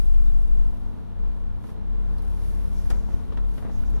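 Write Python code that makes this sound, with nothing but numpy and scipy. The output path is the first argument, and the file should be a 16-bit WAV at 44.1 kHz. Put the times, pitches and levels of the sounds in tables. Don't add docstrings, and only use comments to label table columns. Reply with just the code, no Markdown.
import sys
import numpy as np
from scipy import signal
from scipy.fft import rfft, irfft
from scipy.io import wavfile

SR = 44100
rng = np.random.default_rng(int(sys.argv[2]) if len(sys.argv) > 2 else 0)


def store_wav(level_fs):
    pcm = np.round(np.clip(np.atleast_2d(level_fs), -1, 1) * 32767)
    wavfile.write(sys.argv[1], SR, pcm.T.astype(np.int16))


N = 176400
T = np.arange(N) / SR
HZ = np.fft.rfftfreq(N, 1 / SR)


def amp(db):
    return 10 ** (np.asarray(db) / 20)


def curve(rows, column=1):
    rows = np.array(rows)
    return np.interp(T, rows[:, 0], rows[:, column])


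def eq_at(points, hz):
    f, value = np.transpose(points)
    return np.interp(np.log(hz + 1), np.log(f + 1), value)


def drift(rate_hz):
    wander = irfft(rfft(rng.standard_normal(N)) * np.exp(-(HZ / rate_hz) ** 2) * (HZ > 0), N)
    return wander / wander.std()


def white():
    return rng.standard_normal((2, N))


def swells(rows):
    return sum(amp(db) * np.exp(-(2 * (T - s) / length) ** 2) for s, length, db in rows)


# f/Hz, left-right correlation
CORRELATION = [(50, -.94), (130, -.9), (280, -.74), (390, -.7), (450, -.4), (650, -.2), (950, .15),
               (1300, .5), (2800, .3), (14000, .3)]
# f/Hz, left minus right/dB
BALANCE = [(40, 3), (110, 0.27), (220, 1.5), (600, -3), (1200, 1), (2200, 1), (4000, 3.5), (7500, 0),
           (13000, -2)]
PORT_LAG_S, LAG_FROM_HZ = .00025, 1700


def ports(drive, eq, lowpass_hz=np.inf, peaks=()):
    common, separate = rfft(drive)
    same = np.clip(eq_at(CORRELATION, HZ), -.995, .995)
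    lean = amp(eq_at(BALANCE, HZ) / 2)
    lag = np.exp(-2j * np.pi * PORT_LAG_S * np.maximum(HZ - LAG_FROM_HZ, 0))
    left = common * lean * lag
    right = (same * common + np.sqrt(1 - same ** 2) * separate) / lean
    lowpass = 1 / np.sqrt(1 + (HZ / lowpass_hz) ** 6)
    bells_db = sum(db * np.exp(-((HZ - hz) / width) ** 2) for hz, width, db in peaks)
    return irfft(np.array([left, right]) * lowpass * amp(eq_at(eq, HZ) + bells_db), N) * np.sqrt(SR / 2)


def tone(hz, db, waver, rate_hz, apart_rad):
    phase = 2 * np.pi * np.cumsum(hz * np.ones(N)) / SR
    wobble = 1 + waver * (drift(rate_hz) + 1j * drift(rate_hz))
    line = np.exp(1j * phase) * wobble / np.sqrt(.5 + waver ** 2)
    lean = amp(eq_at(BALANCE, np.mean(hz)) / 2)
    return amp(db) * np.array([line.real * lean, (line * np.exp(1j * apart_rad)).real / lean])


# t/s, firing f/Hz
TRUCK_REVS = [(0, 24.4), (.55, 24), (.85, 24.84), (1.2, 28.55), (1.6, 28.92), (1.95, 30.56), (2.27, 35.2),
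              (2.7, 35.82), (3.15, 37.7), (3.45, 35.87), (3.7, 35.83), (4, 35.35)]
# t/s, level/dB
TRUCK_FADER = [(0, -15.5), (.3, -15.5), (.58, -16.5), (.68, -18.5), (.77, -31.5), (.87, -23.5), (.97, -35),
               (1.13, -35), (1.21, -22), (1.29, -22.5), (1.38, -31), (1.47, -27.5), (1.57, -21.5),
               (1.61, -39), (1.79, -32.5), (1.88, -24.5), (2.1, -18.5), (2.22, -28), (2.42, -20.5),
               (2.7, -29), (3, -18), (3.08, -25), (3.16, -29.5), (3.22, -35.5), (3.4, -25), (3.53, -24),
               (3.64, -36.5), (3.76, -28.5), (3.88, -21), (4, -22.5)]
# harmonic number, level/dB
EXHAUST_OVERTONES = [(2, -33), (3, -47.5), (4, -48), (5, -56)]
# t/s, gain/dB
ENGINE_LOAD = [(0, -4), (1.9, -7.5), (2.3, 2.5), (2.7, -1), (3.1, -1.5), (3.3, -5.5), (3.65, -2.5), (4, -8)]
# t/s, firing f/Hz, level/dB
OTHER_TRUCK = [(0, 34.7, -31), (.6, 36.7, -24), (.9, 44, -61), (1.3, 43.7, -55), (1.7, 41.14, -50),
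               (2.2, 42.4, -53), (4, 46.1, -78)]


def trucks():
    firing_hz = curve(TRUCK_REVS)
    out = tone(firing_hz, curve(TRUCK_FADER), waver=0.24, rate_hz=5.9, apart_rad=2.81)
    for k, db in EXHAUST_OVERTONES:
        out += tone(k * firing_hz, db + curve(ENGINE_LOAD), waver=0.1 * k, rate_hz=12, apart_rad=2.816)
    other = tone(curve(OTHER_TRUCK), curve(OTHER_TRUCK, column=2), waver=0.45, rate_hz=19, apart_rad=3.0)
    return out + other


# multiple of the firing rate, level/dB
EXCAVATOR_PARTIALS = [(1, -37), (1.5, -49)]
# t/s, gain/dB
EXCAVATOR_FADER = [(0, 1), (1, -3.5), (1.8, -1.5), (2.6, -9), (3, -4.5), (3.6, -8), (3.9, 0), (4, 8)]
# t/s, f/Hz, level/dB
UPPER_PUMP = [(0, 254.3, -54), (.75, 247.7, -50), (1, 236.5, -49), (1.8, 236.2, -54), (2.15, 248.7, -55),
              (2.5, 231.6, -62.5), (3.15, 243.8, -45.5), (3.45, 237.1, -53.5), (4, 240.8, -45.5)]
LOWER_PUMP = [(0, 203.2, -58.5), (1, 195.3, -51), (1.399, 209.5, -59), (2.35, 201.2, -47.5),
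              (3.3, 207, -51.5), (4, 208.9, -58)]
EXCAVATOR_FIRING_HZ = 87.74


def excavators():
    fader_db = curve(EXCAVATOR_FADER)
    out = np.zeros((2, N))
    for k, db in EXCAVATOR_PARTIALS:
        out += tone(k * EXCAVATOR_FIRING_HZ, db + fader_db, waver=0.36 * k, rate_hz=6 * k, apart_rad=2.853)
    for pump in (UPPER_PUMP, LOWER_PUMP):
        out += tone(curve(pump), curve(pump, column=2), waver=0.24, rate_hz=5.8, apart_rad=2.04)
    return out


# f/Hz, level/dB
ROAR_EQ = [(20, -92), (55, -54), (110, -60), (190, -62), (280, -69.5), (430, -78), (580, -82), (950, -85.5),
           (1130, -89), (1450, -93.5), (2000, -99.5), (3500, -103), (5500, -114), (14000, -122)]
# t/s, gain/dB
ROAR_FADER = [(0, -3), (.8, -1), (1.5, -1), (2.2, 1), (2.6, 1), (3.1, 1.5), (3.45, 1.5), (3.65, 2), (4, 3)]
# f/Hz, width/Hz, gain/dB
PANEL_RINGS = [(379, 28, 1.5), (443.4, 14.8, 8), (680, 6.8, 6.5), (938, 90, 3), (1146, 13, 3.5),
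               (1425, 34, 5), (1643, 17, 3.5), (2370, 230, -0.5), (3010, 23, 3.5), (3390, 22, 4.5),
               (3700, 33, 7), (4080, 260, 3.5)]
CLATTER_DEPTH = 0.049


def roar():
    firing = np.cos(2 * np.pi * np.cumsum(curve(TRUCK_REVS)) / SR)
    bed = ports(white() * (1 + CLATTER_DEPTH * firing), ROAR_EQ, peaks=PANEL_RINGS)
    return bed * amp(curve(ROAR_FADER) + .5 * drift(rate_hz=9.8))


# f/Hz, level/dB
GRIT_EQ = [(300, -114), (2000, -104), (3500, -104), (5000, -105), (7800, -107.5), (9800, -106),
           (10700, -102.5), (11900, -102.5), (13100, -108), (14000, -120)]
# t/s, gain/dB
GRIT_FADER = [(0, 2.5), (.17, -1), (.26, 0), (.6, -2.5), (.76, -4.5), (1.1, -12), (1.3, -11.5), (1.37, -7),
              (1.45, -13), (1.58, -13), (1.66, 0), (1.71, -0.5), (1.79, -16), (2.12, -6), (2.3, -1.5),
              (2.47, 4.5), (2.7, 1), (2.82, 3), (2.97, -1), (3.04, -5), (3.16, -1), (3.28, -5.5),
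              (3.44, -7), (3.58, 4), (3.68, -6), (3.84, -5), (4, -9)]
GRAIN_DEPTH_DB, GRAIN_RATE_HZ = 1, 180


def grit():
    grains = white() * amp(GRAIN_DEPTH_DB * drift(GRAIN_RATE_HZ))
    return ports(grains, GRIT_EQ) * amp(curve(GRIT_FADER))


# f/Hz, level/dB
WIND_EQ = [(3, -36), (11, -45), (22, -31), (45, -61), (120, -86), (400, -104)]
# t/s, gain/dB
GUSTS = [(0, -13), (1, -28), (2, -19.5), (2.9, -6.5), (3.25, -16), (3.7, -13), (3.82, -3.5), (4, -8)]
# t/s, width/s, height at the left port
WIND_THUMPS = [(3.143, 0.0027, 0.26), (3.802, 0.0097, 0.21)]


def wind():
    rumble = ports(white(), WIND_EQ) * amp(curve(GUSTS))
    thumps = sum(height * np.exp(-abs(T - s) / width) for s, width, height in WIND_THUMPS)
    return rumble + thumps * np.array([[1], [-.75]])


# t/s, gain/dB
TICK_CUES = [(0.056, 2), (0.1436, 1), (2.132, -7), (2.182, 2), (2.2214, 3), (2.235, -7), (2.248, -1),
             (2.279, -2), (2.307, 2), (2.899, 9.5), (2.907, 12), (3.9011, 4)]
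# f/Hz, level/dB
TICK_EQ = [(500, -128), (3000, -104), (7000, -105), (10500, -98), (13000, -100), (14500, -107)]
TICK_T60_S = 0.04


def ticks():
    snaps = sum((T >= s) * amp(db - 60 * np.maximum(T - s, 0) / TICK_T60_S) for s, db in TICK_CUES)
    return ports(white() * snaps, TICK_EQ)


# t/s, f/Hz, level/dB before the channel gains
CLINK_CUES = [(0.056, 3580, -69), (0.143, 2670, -69), (0.143, 3310, -64), (2.183, 4400, -61.5),
              (2.184, 5150, -66.5)]
STONE_ATTACK_S, CLINK_T60_S, CLINK_WIDTH_HZ = 0.0017, 0.064, 590


def clinks():
    out = np.zeros((2, N))
    for s, hz, db in CLINK_CUES:
        age = np.maximum(T - s, 0)
        ring = tone(hz, db - 60 * age / CLINK_T60_S, waver=3.3, rate_hz=CLINK_WIDTH_HZ, apart_rad=1.0)
        out += ring * np.minimum(age / STONE_ATTACK_S, 1)
    return out * amp([[6], [2]])


# centre t/s, length/s, level/dB before panning
SQUEAK_CUES = [(.277, 0.033, -70), (.49, 0.014, -76)]


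def squeaks():
    squeal = tone(hz=3700, db=0, waver=.5, rate_hz=29, apart_rad=1)
    return squeal * swells(SQUEAK_CUES) * amp([[3], [-3]])


# t/s, gain/dB, low-pass f/Hz, ring f/Hz
KNOCK_CUES = [(1.638, -11.5, 2140, 990), (1.689, -13.5, 2600, 1000), (2.901, -1, 12500, 1230),
              (2.908, -7.5, 4485, 700), (3.086, -10, 1290, 900), (3.321, -9.5, 3700, 1190),
              (3.371, -6.5, 3800, 965), (3.578, -7.5, 3250, 800), (3.622, -9.5, 2185, 1100),
              (3.649, -9, 1700, 750), (3.695, -8.5, 1600, 850), (3.832, -12, 2260, 1400)]
# f/Hz, level/dB
KNOCK_EQ = [(60, -53), (200, -54), (430, -57), (800, -67.5), (1400, -69), (2200, -76.5), (3400, -74),
            (4500, -81.5), (5200, -77), (6300, -79), (9000, -80.5), (14000, -96)]
KNOCK_T60_S, RING_DB, RING_WIDTH_HZ = 0.074, 5, 96
ECHO_DB, ECHO_T60_S, ECHO_LOWPASS_HZ = -8.5, 0.28, 1510


def knocks():
    out = np.zeros((2, N))
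    for s, db, lowpass_hz, ring_hz in KNOCK_CUES:
        age = np.maximum(T - s, 0)
        attack = amp(db) * np.minimum(age / STONE_ATTACK_S, 1)
        ring = [(ring_hz, RING_WIDTH_HZ, RING_DB)]
        crunch = white() * attack * amp(-60 * age / KNOCK_T60_S)
        echo = white() * attack * amp(ECHO_DB - 60 * age / ECHO_T60_S)
        out += ports(crunch, KNOCK_EQ, lowpass_hz, ring) + ports(echo, KNOCK_EQ, ECHO_LOWPASS_HZ, ring)
    return out


# centre t/s, length/s, gain/dB
RUBBLE_CUES = [(2.58, 0.23, -13), (2.95, 0.048, -9), (3.12, 0.081, -9.5), (3.668, 0.082, -6.5)]
# f/Hz, level/dB
RUBBLE_EQ = [(60, -61), (200, -53), (450, -65.5), (700, -71), (1100, -84.5), (2000, -84), (4000, -102),
             (9000, -115)]
STONES_PER_S, STONE_SPREAD_DB = 1700, 3.5


def rubble():
    impacts = white() * (rng.random(N) < STONES_PER_S / SR)
    impacts *= amp(STONE_SPREAD_DB * np.minimum(rng.exponential(1, N), 3))
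    return ports(impacts / impacts.std() * swells(RUBBLE_CUES), RUBBLE_EQ)


# centre t/s, length/s, gain/dB
SWISH_CUES = [(2.79, 0.11, 2), (2.95, 0.16, 0), (3.13, 0.19, -3.5), (3.75, 0.099, 0), (3.87, 0.038, 0.5),
              (3.96, 0.086, -3)]
# f/Hz, level/dB
SWISH_EQ = [(1000, -124), (4000, -108), (5800, -99), (7000, -100), (8500, -112), (14000, -118)]


def swishes():
    return ports(white(), SWISH_EQ) * swells(SWISH_CUES) * amp([[1.5], [-1.5]])


def scene():
    beds = trucks() + excavators() + roar() + grit() + wind()
    return beds + ticks() + clinks() + squeaks() + knocks() + rubble() + swishes()


def record(dry):
    high_cut = signal.firwin(255, cutoff=13700, window=("kaiser", 9), fs=SR)
    return signal.oaconvolve(dry, high_cut[None], "same")


dry = scene()
out = record(dry)
store_wav(out)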